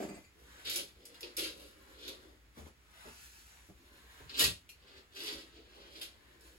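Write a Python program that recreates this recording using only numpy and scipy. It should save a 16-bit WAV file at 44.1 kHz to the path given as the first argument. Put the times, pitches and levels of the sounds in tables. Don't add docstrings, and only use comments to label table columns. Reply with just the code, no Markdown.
import sys
import numpy as np
from scipy import signal
from scipy.fft import rfft, irfft, next_fast_len
from scipy.io import wavfile
from scipy.ndimage import map_coordinates

SR = 44100
rng = np.random.default_rng(int(sys.argv[2]) if len(sys.argv) > 2 else 0)


def materialize(psi):
    bounded = np.clip(np.atleast_2d(psi).T, -1, 1)
    quanta = np.round(bounded * 32767).astype(np.int16)
    wavfile.write(sys.argv[1], SR, quanta)


N = 290172

# fastest moment in seconds, friction level in dB, rise and fall in seconds,
# crackle offset in dB, filling level in dB.
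STROKES = [(0.39, -83, 0.074, 0.56, 9, -65.5), (0.66, -47.5, 0.021, .14, -10, -53),
           (0.71, -44.5, 0.043, 0.13, -6, -60), (0.773, -43.5, 0.11, 0.1, -1.5, -51),
           (1.08, -67, 0.2, 0.23, -7, -66.5), (1.245, -54.5, 0.042, 0.094, -23, -53.5),
           (1.378, -40.5, 0.0092, 0.12, 1, -51), (1.438, -41, 0.057, 0.1, -14, -50.5),
           (1.62, -60, 0.17, 0.15, -2, -59), (1.9, -76, 0.24, 0.14, -12, -61),
           (2.083, -51, 0.14, 0.11, -10, -53), (2.281, -72.5, 0.21, 0.093, -3, -62.5),
           (3.88, -77, 0.2, 0.47, 2, -69.5), (4.355, -47.5, 0.07, 0.066, -13, -57.5),
           (4.411, -29.5, 0.051, 0.098, -4.5, -40), (4.975, -61.5, 0.23, 0.052, -15, -63),
           (5.204, -45.5, 0.074, .1, -9, -54), (5.26, -43, .06, 0.17, -7.5, -54),
           (5.335, -55, .07, 0.18, -13, -55.5), (5.559, -62, 0.079, 0.13, -25, -63.5),
           (5.79, -62, 0.19, 0.41, -12, -61), (5.985, -55, 0.13, 0.16, -13, -60.5),
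           (6.3, -79, 0.2, 0.23, -14, -66.5), (6.48, -74, 0.17, 0.18, -12, -66.5)]
# fastest moment in seconds, level in dB, rise and fall in seconds,
# airy top offset in dB.
GLIDES = [(0.01, -56.5, 0.083, 0.12, -0.5), (0.16, -69, 0.11, 0.14, 3.5), (0.61, -63, 0.28, 0.38, -3),
          (1.27, -65, 0.24, 0.48, -5), (1.88, -68, 0.25, 0.59, -2), (2.22, -69, 0.1, 0.19, -6),
          (2.59, -64.5, 0.059, 0.099, -1), (2.68, -66.5, 0.082, 0.021, -1), (3.07, -61.5, .25, 0.16, -6),
          (3.3, -71, 0.47, 0.53, 10.5), (3.58, -67.5, 0.21, 0.13, -7), (4.16, -64.5, 0.47, 0.51, -3.5),
          (4.95, -68.5, 0.23, 0.25, -9.5), (5.28, -59.5, 0.17, 0.26, -4.5), (5.88, -69, 0.39, 0.5, -24),
          (6.3, -69.5, 0.32, 0.26, -7), (6.46, -71.5, 0.093, 0.25, 4)]
# start in seconds, level in dB, crackle offset in dB, T60 in seconds.
SNAPS = [(0.65, -36.5, -12.5, 0.022), (0.697, -29, -4, 0.035), (0.758, -26.5, -5.5, 0.041),
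         (0.776, -34.5, -22, 0.043), (1.0535, -42, -6, 0.021), (1.144, -42.5, -17.5, 0.1),
         (1.2078, -40.5, -4, 0.026), (1.2305, -32, -29, 0.028), (1.367, -31, -5.5, 0.045),
         (1.3915, -23, -22, 0.067), (2.0793, -29.5, -17, 0.049), (2.58, -50, -13.5, 0.04),
         (4.295, -31, -36, 0.053), (4.3943, -17.5, -10, 0.096), (4.399, -29, -15, 0.046),
         (4.44, -15.5, -15, 0.073), (4.6905, -48.5, -6, 0.095), (6.013, -29, -18.5, 0.17),
         (6.408, -62.5, 3.5, 0.044)]
# start in seconds, level in dB, mattress offset in dB, T60 in seconds.
BUMPS = [(0.001, -15.5, -23, 0.019), (0.02, -31, -26, 0.15), (0.085, -36, -37, 0.19),
         (0.158, -35.5, -23, 0.081), (0.818, -71, 8, 0.13), (2.569, -44.5, -10.5, 0.22),
         (2.611, -52, -1, 0.12), (2.663, -44.5, -14, 0.061), (3.051, -40, -29, 0.084),
         (3.072, -43, -24, 0.08), (3.687, -44, -9.5, 0.072), (4.197, -44, -5, 0.058),
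         (4.236, -59, -1, 0.13), (4.416, -37, -7, 0.098), (4.448, -33.5, -7, 0.035), (4.473, -45, 6, 0.058)]
# start in seconds, level in dB, T60 in seconds.
SQUEAKS = [(4.403, -31, 0.12), (4.415, -38, 0.07)]
# start in seconds, level in dB.
METAL_CONTACTS = [(0.0024, -50.5), (0.0254, -47.5), (0.0874, -49), (0.1444, -50.5), (0.2394, -57)]
BUTTON_CONTACTS = [(4.692, -38.5)]
# frequency in Hz, relative level in dB, T60 in seconds.
METAL_MODES = [(2050, 3, 0.16), (2090, -6, 0.16), (2320, 3, 0.13), (2460, 2, .22), (2680, -2.5, 0.16),
               (4350, -9, .2), (4662, -0.5, 0.14), (4900, -6, 0.2), (6100, -7.5, 0.26), (6860, -4, 0.17),
               (7300, -6, 0.19), (8104, 0.5, .22)]
BUTTON_MODES = [(2440, -4, .08), (2580, -6, .06), (2700, -3, .08), (2800, -2, .08), (4150, -7, .06),
                (4290, -5, .08), (4420, -5, .06)]
# frequency in Hz, relative spectral density in dB.
WEAVE_SPECTRUM = [(300, -30.5), (900, -22.5), (1400, -10), (1900, -12), (2200, -7), (2700, -2),
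                  (3600, -0.5), (4700, -2), (5500, -11.5), (7000, -19), (9000, -18), (12000, -37),
                  (16000, -37.5)]
CRACKLE_SPECTRUM = [(2000, -47.5), (5000, 4), (7000, -3), (9000, 3), (11300, 2.5), (13000, 1), (14500, -7),
                    (16000, -6)]
FILLING_SPECTRUM = [(50, -26.5), (130, -21), (250, -7.5), (330, -1), (420, -1), (560, -6), (720, -16.5),
                    (1100, -18.5), (2500, -49)]
GLIDE_HUSH_SPECTRUM = [(100, -11), (350, -10.5), (750, 3.5), (1200, 5.5), (1700, 6.5), (2400, 2),
                       (4000, -0.5), (7000, -25.5), (16000, -28.5)]
GLIDE_TOP_SPECTRUM = [(700, -30), (1500, 2), (3000, -1), (4600, 0), (7000, -0.5), (10000, 0), (13000, -2.5),
                      (16000, -7.5)]
SQUEAK_SPECTRUM = [(1000, -27.5), (1400, -19), (1780, -4.5), (1895, 9), (2020, -7), (2400, -30),
                   (3500, -42.5)]
FRAME_SPECTRUM = [(40, -32), (110, -18), (200, -3.5), (290, -4.5), (366, 0), (520, -6), (624, -5.5),
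                  (900, -14.5), (1500, -21), (4000, -42)]
MATTRESS_SPECTRUM = [(20, -30.5), (45, -21), (65, -2.5), (110, -12.5), (180, -12), (400, -47.5)]
ROOM_AIR_SPECTRUM = [(20, -25), (40, -24), (58, -1), (80, -14), (130, -20.5), (350, -24.5), (700, -31.5),
                     (2000, -27), (6000, -38), (16000, -43.5)]
# frequency in Hz, T60 in seconds.
ROOM_T60 = [(100, 0.26), (400, 0.19), (1500, 0.2), (4000, 0.19), (9000, 0.23), (15000, 0.11)]
# frequency in Hz, left-right correlation from -1 to 1.
ROOM_CORRELATION = [(60, 0.89), (150, 0.8), (350, 0.9), (700, 0.15), (1400, -0.079), (7000, 0.065),
                    (15000, -0.65)]

SWELL_DB = 20
RISE_POWER, FALL_POWER = 1.93, 1.3


def amp(db):
    return 10 ** (np.asarray(db) / 20)


def along(points, hz):
    knots_hz, values = np.transpose(points)
    return np.interp(np.log(hz + 1), np.log(knots_hz + 1), values)


def wobble(rate_hz):
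    knots = rng.standard_normal(int(N * rate_hz / SR) + 4)
    return map_coordinates(knots, [np.arange(N) * rate_hz / SR])


def filtered(x, response):
    size = next_fast_len(N + SR // 2)
    return irfft(rfft(x, size) * response(np.fft.rfftfreq(size, 1 / SR)), size)[..., :N]


def coloured(x, spectrum, size=8192):
    gain = amp(along(spectrum, np.fft.rfftfreq(size, 1 / SR)))
    cepstrum = irfft(np.log(gain))
    cepstrum[1:size // 2] *= 2
    cepstrum[size // 2 + 1:] = 0
    pulse = irfft(np.exp(rfft(cepstrum)))
    return signal.fftconvolve(x, pulse / np.linalg.norm(pulse))[:N]


def slips(rate_hz, spread_db=0):
    released = rng.random(N) < rate_hz / SR
    pulses = released * rng.standard_normal(N) * amp(spread_db * rng.standard_normal(N))
    return pulses / np.sqrt(np.mean(pulses ** 2) + 1e-20)


def bursts(starts_s, levels_db, t60s_s, rise_s):
    power, t = np.zeros(N + SR), np.arange(SR // 2) / SR
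    for start_s, db, t60_s in zip(starts_s, levels_db, t60s_s):
        shape = amp(db - 60 * t / t60_s) * (1 - np.exp(-t / rise_s))
        power[round(start_s * SR):][:len(t)] += shape ** 2
    return np.sqrt(power[:N])


def swells(peaks_s, levels_db, rises_s, falls_s, steepness=1):
    power = np.zeros(N)
    for peak_s, db, rise_s, fall_s in zip(peaks_s, levels_db, rises_s, falls_s):
        t = np.arange(N) / SR - peak_s
        near = (t > -4 * rise_s) & (t < 4 * fall_s)
        t = t[near]
        slowness = np.where(t < 0, np.abs(t / rise_s) ** RISE_POWER, np.abs(t / fall_s) ** FALL_POWER)
        power[near] += amp(db - steepness * SWELL_DB * slowness) ** 2
    return np.sqrt(power)


def diffuse(pair):
    angle = lambda hz: np.arccos(along(ROOM_CORRELATION, hz)) / 2
    mid, side = filtered(pair, lambda hz: np.array([np.cos(angle(hz)), np.sin(angle(hz))]))
    return np.array([mid + side, mid - side])


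def room_tone(hum_hz=56):
    air = diffuse([coloured(rng.standard_normal(N), ROOM_AIR_SPECTRUM) for side in range(2)])
    hum_gain = amp(-71 + 2.5 * wobble(3.65))
    hum_phase = 2 * np.pi * hum_hz * np.arange(N) / SR + 0.84 * wobble(4.7)
    return amp(-64.5) * air + hum_gain * np.sin(hum_phase)


def echoes(x, tail_count=23):
    out = np.zeros((2, N + SR))
    centres, hop = np.linspace(0, N, tail_count, retstep=True)
    for centre in centres:
        span = np.arange(max(int(centre - hop), 0), min(int(centre + hop), N))
        piece = x[span] * np.cos(np.pi / 2 * (span - centre) / hop)
        hz, t, noise = signal.stft(rng.standard_normal((2, SR // 3)), SR, nperseg=256)
        decay = amp(-60 * t / along(ROOM_T60, hz)[:, None])
        tail = signal.istft(noise * decay, SR, nperseg=256)[1]
        wet = signal.fftconvolve(piece[None], tail / np.linalg.norm(tail[0]), axes=1)
        out[:, span[0]:span[0] + wet.shape[1]] += wet
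    return diffuse(out[:, :N])


def in_room(x, direct_db, room_db, left_lead_s=18 / SR):
    direct = filtered(x, lambda hz: np.exp(np.outer([1, -1], 1j * np.pi * hz * left_lead_s)))
    return amp(direct_db) * direct + amp(room_db) * echoes(x)


def ringing(contacts, modes):
    out, t = np.zeros(N + SR), np.arange(SR // 2) / SR
    for start_s, db in contacts:
        for hz, mode_db, t60_s in modes:
            decay = amp(mode_db + rng.normal(0, 1.6) - 60 * t / t60_s)
            tone = np.sin(2 * np.pi * (hz * t + rng.random()))
            out[round(start_s * SR):][:len(t)] += amp(db - 11) * decay * tone
    return out[:N]


def bumps():
    start_s, db, mattress_db, t60_s = np.transpose(BUMPS)
    knock = bursts(start_s, db - 5.5, t60_s, rise_s=0.0021)
    push = bursts(start_s, db + mattress_db + 6.5, t60_s, rise_s=0.0034)
    frame = coloured(knock * slips(rate_hz=2300, spread_db=2.5), FRAME_SPECTRUM)
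    mattress = coloured(push * slips(rate_hz=3000, spread_db=6), MATTRESS_SPECTRUM)
    return frame + mattress


def squeak():
    start_s, db, t60_s = np.transpose(SQUEAKS)
    yank = bursts(start_s, db, t60_s, rise_s=0.0033)
    return coloured(yank * slips(rate_hz=1900, spread_db=2.5), SQUEAK_SPECTRUM)


def gliding():
    peak_s, db, rise_s, fall_s, top_db = np.transpose(GLIDES)
    hush = swells(peak_s, db, rise_s, fall_s) * coloured(slips(rate_hz=16000), GLIDE_HUSH_SPECTRUM)
    top = swells(peak_s, db + top_db, rise_s, fall_s) * coloured(slips(rate_hz=12000), GLIDE_TOP_SPECTRUM)
    return amp(2.5 + 1.2 * wobble(25)) * (hush + top)


def filling(lag_s=0.004):
    peak_s, _, rise_s, fall_s, _, db = np.transpose(STROKES)
    push = swells(peak_s + lag_s, db, rise_s, fall_s, steepness=0.92)
    flutter = amp(1.6 * wobble(40) - 0.5)
    return push * flutter * coloured(slips(rate_hz=1600, spread_db=2.5), FILLING_SPECTRUM)


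def creases(tick_t60_s=0.007):
    start_s, db, crackle_db, t60_s = np.transpose(SNAPS)

    def snap(level_db):
        tick = bursts(start_s, level_db + 7, np.full(len(start_s), tick_t60_s), rise_s=0.0001)
        return tick + bursts(start_s, level_db, t60_s, rise_s=0.00027)

    weave = snap(db - 12.5) * slips(rate_hz=18000)
    crackle = snap(db + crackle_db + 1.5) * slips(rate_hz=9400, spread_db=6)
    return coloured(weave, WEAVE_SPECTRUM) + coloured(crackle, CRACKLE_SPECTRUM)


def rubbing():
    peak_s, db, rise_s, fall_s, crackle_db, _ = np.transpose(STROKES)
    grip = wobble(70)
    weave = coloured(slips(rate_hz=7000, spread_db=3.5), WEAVE_SPECTRUM)
    weave *= swells(peak_s, db, rise_s, fall_s) * amp(2.3 * grip)
    crackle = coloured(slips(rate_hz=2200, spread_db=6.5), CRACKLE_SPECTRUM)
    crackle *= swells(peak_s, db + crackle_db, rise_s, fall_s, steepness=1.1) * amp(1.1 * grip + 0.5)
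    return weave + crackle


def scene():
    cloth = rubbing() + filling() + gliding()
    transients = creases() + squeak() + bumps()
    transients += ringing(METAL_CONTACTS, METAL_MODES) + ringing(BUTTON_CONTACTS, BUTTON_MODES)
    bed = in_room(cloth, direct_db=-4.5, room_db=-0.04) + in_room(transients, direct_db=-6.5, room_db=0)
    balance_db = [[0.3], [-0.3]]
    return bed * amp(balance_db) + room_tone()


def record(dry, split_hz=6300, lag_s=9.75 / SR, cutoff_hz=15900):
    low_power = lambda hz: 1 / (1 + (hz / split_hz) ** 24)
    widen = lambda hz: np.array([-np.exp(-2j * np.pi * hz * lag_s), np.ones(len(hz))])
    lows = filtered(dry, lambda hz: np.sqrt(low_power(hz)))
    treble = filtered(dry[1], lambda hz: 1j * widen(hz) * np.sqrt(1 - low_power(hz)))
    return filtered(lows + treble, lambda hz: hz < cutoff_hz)


dry = scene()
out = record(dry)
materialize(out)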